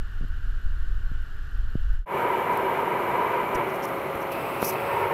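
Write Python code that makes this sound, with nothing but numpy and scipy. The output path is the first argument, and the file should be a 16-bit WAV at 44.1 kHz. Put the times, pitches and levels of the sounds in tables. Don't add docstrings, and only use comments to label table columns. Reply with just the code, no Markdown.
import sys
import numpy as np
from scipy import signal
from scipy.fft import rfft, irfft, next_fast_len
from scipy.io import wavfile
from scipy.ndimage import uniform_filter1d

SR = 44100
rng = np.random.default_rng(int(sys.argv[2]) if len(sys.argv) > 2 else 0)


def dump_mix(stems):
    frames = np.atleast_2d(stems).T
    limited = np.clip(frames, -1, 1)
    pcm = np.round(limited * 32767).astype(np.int16)
    wavfile.write(sys.argv[1], SR, pcm)


def amplitude_ratio(level_db):
    exponent = np.asarray(level_db, float) / 20
    return 10 ** exponent


N = 226432


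def rms_one(x):
    return x / np.sqrt(np.mean(x ** 2) + 1e-30)


def in_time(rows):
    s, *columns = np.transpose(rows)
    return [np.interp(np.arange(N) / SR, s, column) for column in columns]


def ramp(start_s, end_s):
    return np.interp(np.arange(N) / SR, [start_s, end_s], [0, 1])


def drift(rate):
    r = np.exp(-80 * np.pi * rate / SR)
    slow = signal.lfilter([1], [1, -2 * r, r * r], rng.standard_normal(N // 40 + 2002))
    slow = slow[2000:]
    return np.interp(np.arange(N) / 40, np.arange(len(slow)), rms_one(slow))


def coloured(spectrum, patchy_db, low_hz, high_hz):
    size = next_fast_len(N, True)
    hz = np.maximum(np.fft.rfftfreq(size, 1 / SR), 1)
    point_hz, point_db = np.transpose(spectrum)
    level_db = np.interp(np.log(hz), np.log(point_hz), point_db)
    shape = rfft(rng.standard_normal(size)) * amplitude_ratio(level_db)
    in_band = irfft(shape * (hz > low_hz) * (hz < high_hz), size)
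    out = np.zeros(N)
    for octave in range(int(np.log2(point_hz[0])), int(np.log2(point_hz[-1])) + 2):
        overlap = np.clip(1 - abs(np.log2(hz) - octave), 0, 1)
        out += irfft(shape * overlap, size)[:N] * amplitude_ratio(patchy_db * drift(8.2))
    return out / np.sqrt(np.mean(in_band ** 2))


def resonance(x, hz, width_hz):
    r = np.exp(-np.pi * width_hz / SR)
    zeros = np.array([1, 0, -1]) * (1 - r * r) / 2
    poles = [1, -2 * r * np.cos(2 * np.pi * hz / SR), r * r]
    return signal.lfilter(zeros, poles, x)


def ring_twice(x, hz, width_hz):
    return rms_one(resonance(resonance(x, hz, width_hz), hz, width_hz))


def whistle(hz, width_hz):
    return ring_twice(rng.standard_normal(N), hz, width_hz)


def tone(hz):
    return np.sqrt(2) * np.sin(2 * np.pi * (np.cumsum(hz + np.zeros(N)) / SR + rng.random()))


# f/Hz, level/dB per Hz
BUFFET_SPECTRUM = [(5.9, 3.5), (10, -1.5), (22, 1), (40, -9.5), (94, -23.5), (151, -39), (355, -55.5),
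                   (411, -49), (500, -62), (650, -89), (1100, -120)]
# t/s, level/dB
GUST_STRENGTH = [(0.0, -24.5), (0.1, -34), (0.2, -26), (0.38, -29.5), (0.56, -22.5), (0.61, -33),
                 (0.66, -20), (0.75, -26), (0.86, -23), (1.2, -26.5), (1.28, -33), (1.35, -30),
                 (1.52, -32.5), (1.63, -20.5), (1.74, -31), (1.8, -23), (2.0, -21)]


def wind():
    gust_db, = in_time(GUST_STRENGTH)
    low_cut = signal.butter(2, 9, "high", fs=SR, output="sos")
    lumps = signal.sosfiltfilt(low_cut, coloured(BUFFET_SPECTRUM, 0.3, 10, 45))
    slow = signal.sosfiltfilt(signal.butter(4, 45, fs=SR, output="sos"), lumps)
    flutter = rms_one(lumps - slow)
    size = np.sqrt(uniform_filter1d(slow ** 2, size=3500) + 0.073)
    mean_gust_db = np.mean(np.array(GUST_STRENGTH)[:, 1])
    flutter_db = -36.5 + .1 * (gust_db - mean_gust_db)
    ebb_s = .008
    ebb = amplitude_ratio(-20) * np.exp(-np.arange(N) / SR / ebb_s)
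    return ebb + ramp(0, 2 * ebb_s) * (amplitude_ratio(gust_db + 2.5) * slow / size + amplitude_ratio(flutter_db) * flutter)


# t/s, level/dB, push f/Hz, sign, rebound share
CASE_KNOCKS = [(0.21, -23.5, 550, -1, .2), (0.226, -26, 450, -1, 0.22), (0.2365, -26.5, 660, 1, 0.34),
               (0.247, -28, 600, -1.1, .2), (0.254, -33, 302, -1, .2), (1.116, -21, 495, 0.71, 0.45),
               (1.753, -30.5, 895, -0.89, .1), (1.754, -11.5, 600, 0.96, 0.2), (3.549, -22, 150, 1, .1),
               (4.154, -27, 500, 1, .1), (4.6276, -5, 3200, -0.78, 0.41)]


def knocks():
    out = np.zeros(N)
    for s, db, hz, sign, rebound in CASE_KNOCKS:
        rise = np.arange(int(25 * SR / hz)) * hz / SR
        late = np.maximum(rise - 1.6, 0) / 1.6
        push = (rise * np.exp(1 - rise)) ** 3
        swing_back = rebound * late * np.exp(1 - late)
        out[int(s * SR):][:len(push)] += sign * amplitude_ratio(db) * (push - swing_back)
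    return signal.sosfilt(signal.butter(1, 60, "high", fs=SR, output="sos"), out)


# f/Hz, level/dB per Hz
ROAR_SPECTRUM = [(150, -50), (250, -10.5), (300, -10.5), (385, 1), (450, -6.5), (520, -17), (640, -6),
                 (800, -10), (960, -8), (1100, -8.5), (1430, -19.5), (2400, -120)]
# f/Hz, level/dB per Hz
UPPER_SPECTRUM = [(590, -7.5), (1000, -8), (1090, -21), (1190, -7), (1430, -13.5), (1590, -14),
                  (1810, -18.5), (2000, -13), (2370, -16), (2600, -22.5), (2940, -22.5), (3380, -32),
                  (5000, -65), (6500, -77), (11000, -120)]
# f/Hz, level/dB per Hz
HISS_SPECTRUM = [(2350, -11), (4000, -4), (4580, -11.5), (6820, -14.5), (7060, -16.5), (7560, -13.5),
                 (9120, -14.5), (9330, -12.5), (10700, -8), (11900, -0.5), (13100, -7), (14300, -9),
                 (15600, -14)]
# f/Hz, width/Hz, level/dB
PANE_MODES = [(84, 78, -24.5), (391.6, 39, -9.5), (502, 54, -9), (959, 73, -1.5), (1320, 110, -18.5),
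              (1572, 57, -19.5), (1753, 17, -24.5)]
# f/Hz, width/Hz, level/dB
PANE_MODES_AGAIN = [(93, 52, -13.5), (383, 49, -7.5), (475, 31, -8), (931, 63, -1), (1073, 44, -8.5),
                    (1333, 88, -11), (1795, 15, -17.5), (2186, 54, -17)]
# t/s, level/dB
PANE_CONTACT = [(2.14, -25.5), (2.35, -24.5), (2.44, -27.5), (2.5, -24.5), (3.05, -28), (3.15, -23),
                (3.4, -25), (3.48, -34.5), (3.6, -21.5), (3.65, -35.5), (4.01, -40.5), (4.27, -40.5),
                (4.48, -44), (4.81, -33), (5.05, -24.5), (5.09, -31.5), (5.13, -23.5)]
# start t/s, end t/s
LIFT_S, SET_BACK_S = (3.6, 3.67), (4.73, 4.96)


def pane_ring(modes):
    return sum(amplitude_ratio(db) * whistle(hz, 1.73 * width_hz) for hz, width_hz, db in modes)


def cabin():
    t = np.arange(N) / SR
    pane_db, = in_time(PANE_CONTACT)
    firmer_db = pane_db + 25
    roar_db = -33.5 - 0.04 * firmer_db
    upper_db = -34.5 + .2 * firmer_db
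    hiss_db = -53 + 0.058 * firmer_db
    roar_db += 4 * np.exp(-((t - 3.59) / 0.071) ** 2)
    roar_db -= 9 * ramp(*SET_BACK_S)
    moved_s = 4.3
    pane = np.where(t < moved_s, pane_ring(PANE_MODES), pane_ring(PANE_MODES_AGAIN))
    out = amplitude_ratio(roar_db - 1.5) * coloured(ROAR_SPECTRUM, 1.0, 200, 780)
    out += amplitude_ratio(pane_db - 1.5) * pane
    out += amplitude_ratio(upper_db) * coloured(UPPER_SPECTRUM, 0.8, 1180, 4000)
    return out + amplitude_ratio(hiss_db) * coloured(HISS_SPECTRUM, 0.63, 8200, 15200)


# f/Hz, width/Hz
PORT_RESONANCES = [(4000, 1800), (5700, 1600), (8000, 3400), (12500, 4700)]
# t/s, length/s, level/dB
FINGER_TICKS = [(2.571, .006, -43), (3.853, .0033, -41), (4.154, .0027, -40), (4.205, .003, -44),
                (3.838, .012, -51)]
FINGER_BRUSHES = [(3.74, .026, -54), (3.874, 0.02, -53), (4.211, 0.022, -54), (4.6, 0.024, -51),
                  (4.645, 0.012, -32), (4.658, .044, -33.5), (4.701, .013, -38)]
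FINGER_TAPS = [(3.69, .02, -60), (3.823, 0.029, -51.5), (3.853, .0033, -48), (4.632, .012, -53)]
FINGER_PRESSES = [(4.315, .015, -47), (4.618, 0.031, -41), (4.718, 0.026, -47.5)]
FINGER_SNAPS = [(2.527, .012, -58), (3.547, .013, -45)]
SNAP_COLOUR = (-19, -0.5, -3, -8)


def rubs():
    kinds = [  # touches, level/dB in each of the four resonances
        (FINGER_TICKS, (-33, -17, -18, 0.5)),
        (FINGER_BRUSHES, (-29, -6.5, -14.5, 0.5)),
        (FINGER_TAPS, (-18, 1, -14, -6)),
        (FINGER_PRESSES, (-7, -12, -14, 1.5)),
        (FINGER_SNAPS, SNAP_COLOUR)]
    gates = np.zeros((len(PORT_RESONANCES), N))
    for touches, colour_db in kinds:
        for s, length, db in touches:
            gates[:, int(s * SR):int((s + length) * SR)] += amplitude_ratio(db + np.array(colour_db))[:, None]
    gates = uniform_filter1d(gates, size=130) * amplitude_ratio(1.2 * drift(200))
    slips_per_s, slip_share = 1100, .5
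    slips = (rng.random(N) < slips_per_s / SR) * rng.standard_normal(N) + 1e-18
    out = np.zeros(N)
    for gate, (hz, width_hz) in zip(gates, PORT_RESONANCES):
        smooth = whistle(hz, width_hz)
        grains = ring_twice(slips, hz, width_hz)
        out += gate * (smooth + slip_share * grains)
    return out / np.sqrt(1 + slip_share ** 2)


# f/Hz, level/dB per Hz
SHAKE_SPECTRUM = [(12, -66), (20, -32), (52, -8), (86, -9.5), (119, -1), (160, 1), (260, -3), (340, -15),
                  (570, -120)]
# f/Hz, level/dB per Hz
OPEN_AIR_SPECTRUM = [(1900, -30), (2400, 1), (2600, 5.5), (2900, -10), (3500, -16), (5300, -21.5),
                     (6500, -37), (10000, -20.5), (13500, -17), (15700, -21)]


def airframe():
    t = np.arange(N) / SR
    shake_db = -44 - 6 * ramp(*SET_BACK_S)
    shake = amplitude_ratio(shake_db) * coloured(SHAKE_SPECTRUM, 0.58, 30, 184)
    opens_s, shuts_s = 4.312, 5.03
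    puff_db = 5.5 * np.exp(-np.maximum(t - opens_s, 0) / 0.031)
    closing_db = 150 * np.maximum(t - shuts_s, 0)
    vent = amplitude_ratio(-43 + puff_db - closing_db) * coloured(OPEN_AIR_SPECTRUM, 0.62, 2000, 15000)
    return shake + ramp(opens_s, opens_s + .008) * vent


# t/s, f/Hz
SPOOL_PITCH = [(2.1, 575), (3.4, 575), (3.66, 568), (3.85, 547), (4.3, 546), (4.6, 553), (5.13, 559)]
# level/dB at the pane, in the hand, at the second spot
SPOOL_MULTIPLES = [(-44, -38.5, -35), (-48, -55, -50), (-59, -66, -63)]
# multiple, level/dB at the pane, level/dB in the hand
FAN_MULTIPLES = [(3, -71.5, -76), (4, -71.5, -68), (5, -67, -65), (6, -79, -82)]
# f/Hz, level/dB
FAINT_TONES = [(4275, -74), (11972, -70), (12581, -73), (14287, -78)]


def whine():
    spool_hz, = in_time(SPOOL_PITCH)
    in_hand, back = ramp(*LIFT_S), ramp(*SET_BACK_S)
    out = np.zeros(N)
    for multiple, (pane_db, hand_db, again_db) in zip((1, 4, 5), SPOOL_MULTIPLES):
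        db = pane_db + (hand_db - pane_db) * in_hand + (again_db - hand_db) * back
        out += amplitude_ratio(db + drift(2.5)) * tone(multiple * spool_hz)
    fan_hz = 2412 + drift(8.1)
    for multiple, pane_db, hand_db in FAN_MULTIPLES:
        db = pane_db + (hand_db - pane_db) * in_hand
        out += amplitude_ratio(db + drift(4.2)) * tone(multiple * fan_hz)
    for hz, db in FAINT_TONES:
        out += amplitude_ratio(db + 2 * drift(3)) * tone(hz + 5 * drift(6))
    leak_hz, edge_s = 8100, 0.018
    leak = .7 * whistle(leak_hz, 260) + .6 * tone(leak_hz + 60 * drift(40))
    for start_s, end_s in [(4.37, 4.62), (4.74, 5.03)]:
        leaking = ramp(start_s, start_s + edge_s) - ramp(end_s - edge_s, end_s)
        out += amplitude_ratio(-61.5) * leaking * leak
    return out + amplitude_ratio(-64 + 2 * drift(6)) * whistle(12020, 200)


# f/Hz, level/dB per Hz
GARDEN_SPECTRUM = [(150, -55), (250, -16.5), (352, -14), (408, -19.5), (575, -21), (624, -19.5),
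                   (1040, -19), (1090, -14.5), (1320, -9.5), (1480, -2), (1800, -10), (2120, -26),
                   (2850, -21.5), (5850, -34.5), (12400, -45.5), (16100, -71), (22000, -120)]
# f/Hz, width/Hz, level/dB
CASE_HUMS = [(4210, 36, -75.5), (7300, 300, -82), (2885, 190, -65.5), (3106, 110, -71.5),
             (10900, 990, -82.5), (13150, 700, -81)]


def garden():
    air = coloured(GARDEN_SPECTRUM, 0.39, 1000, 5000) * amplitude_ratio(-49)
    for hz, width_hz, db in CASE_HUMS:
        air += amplitude_ratio(db) * whistle(hz, width_hz)
    air = signal.sosfilt(signal.ellip(8, 1, 50, 13480, fs=SR, output="sos"), air)
    frames_per_s, readout_start, readout_share = 47.96, .46, .38
    reading = (np.arange(N) / SR * frames_per_s - readout_start) % 1 < readout_share
    gate = uniform_filter1d(reading * 1., size=60)
    return air + amplitude_ratio(-71.5 + 1.5 * drift(30)) * gate * tone(12860)


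def scene():
    t = np.arange(N) / SR
    fade_out_s, change_s, fade_in_s = 1.94, 2.058, 2.159
    outdoors = np.interp(t, [fade_out_s, change_s], [1, 0])
    aboard = np.interp(t, [change_s, fade_in_s], [0, 1]) ** 0.92
    inside = cabin() + airframe() + whine() + rubs()
    return (outdoors * (wind() + garden()) + aboard * inside + knocks())[None]


def top_cut(x):
    return signal.sosfilt(signal.butter(12, 15710, fs=SR, output="sos"), x)


def record(dry):
    finished = signal.sosfilt(signal.ellip(10, .5, 45, 15740, fs=SR, output="sos"), dry)
    return top_cut(finished)


dry = scene()
out = record(dry)
dump_mix(out)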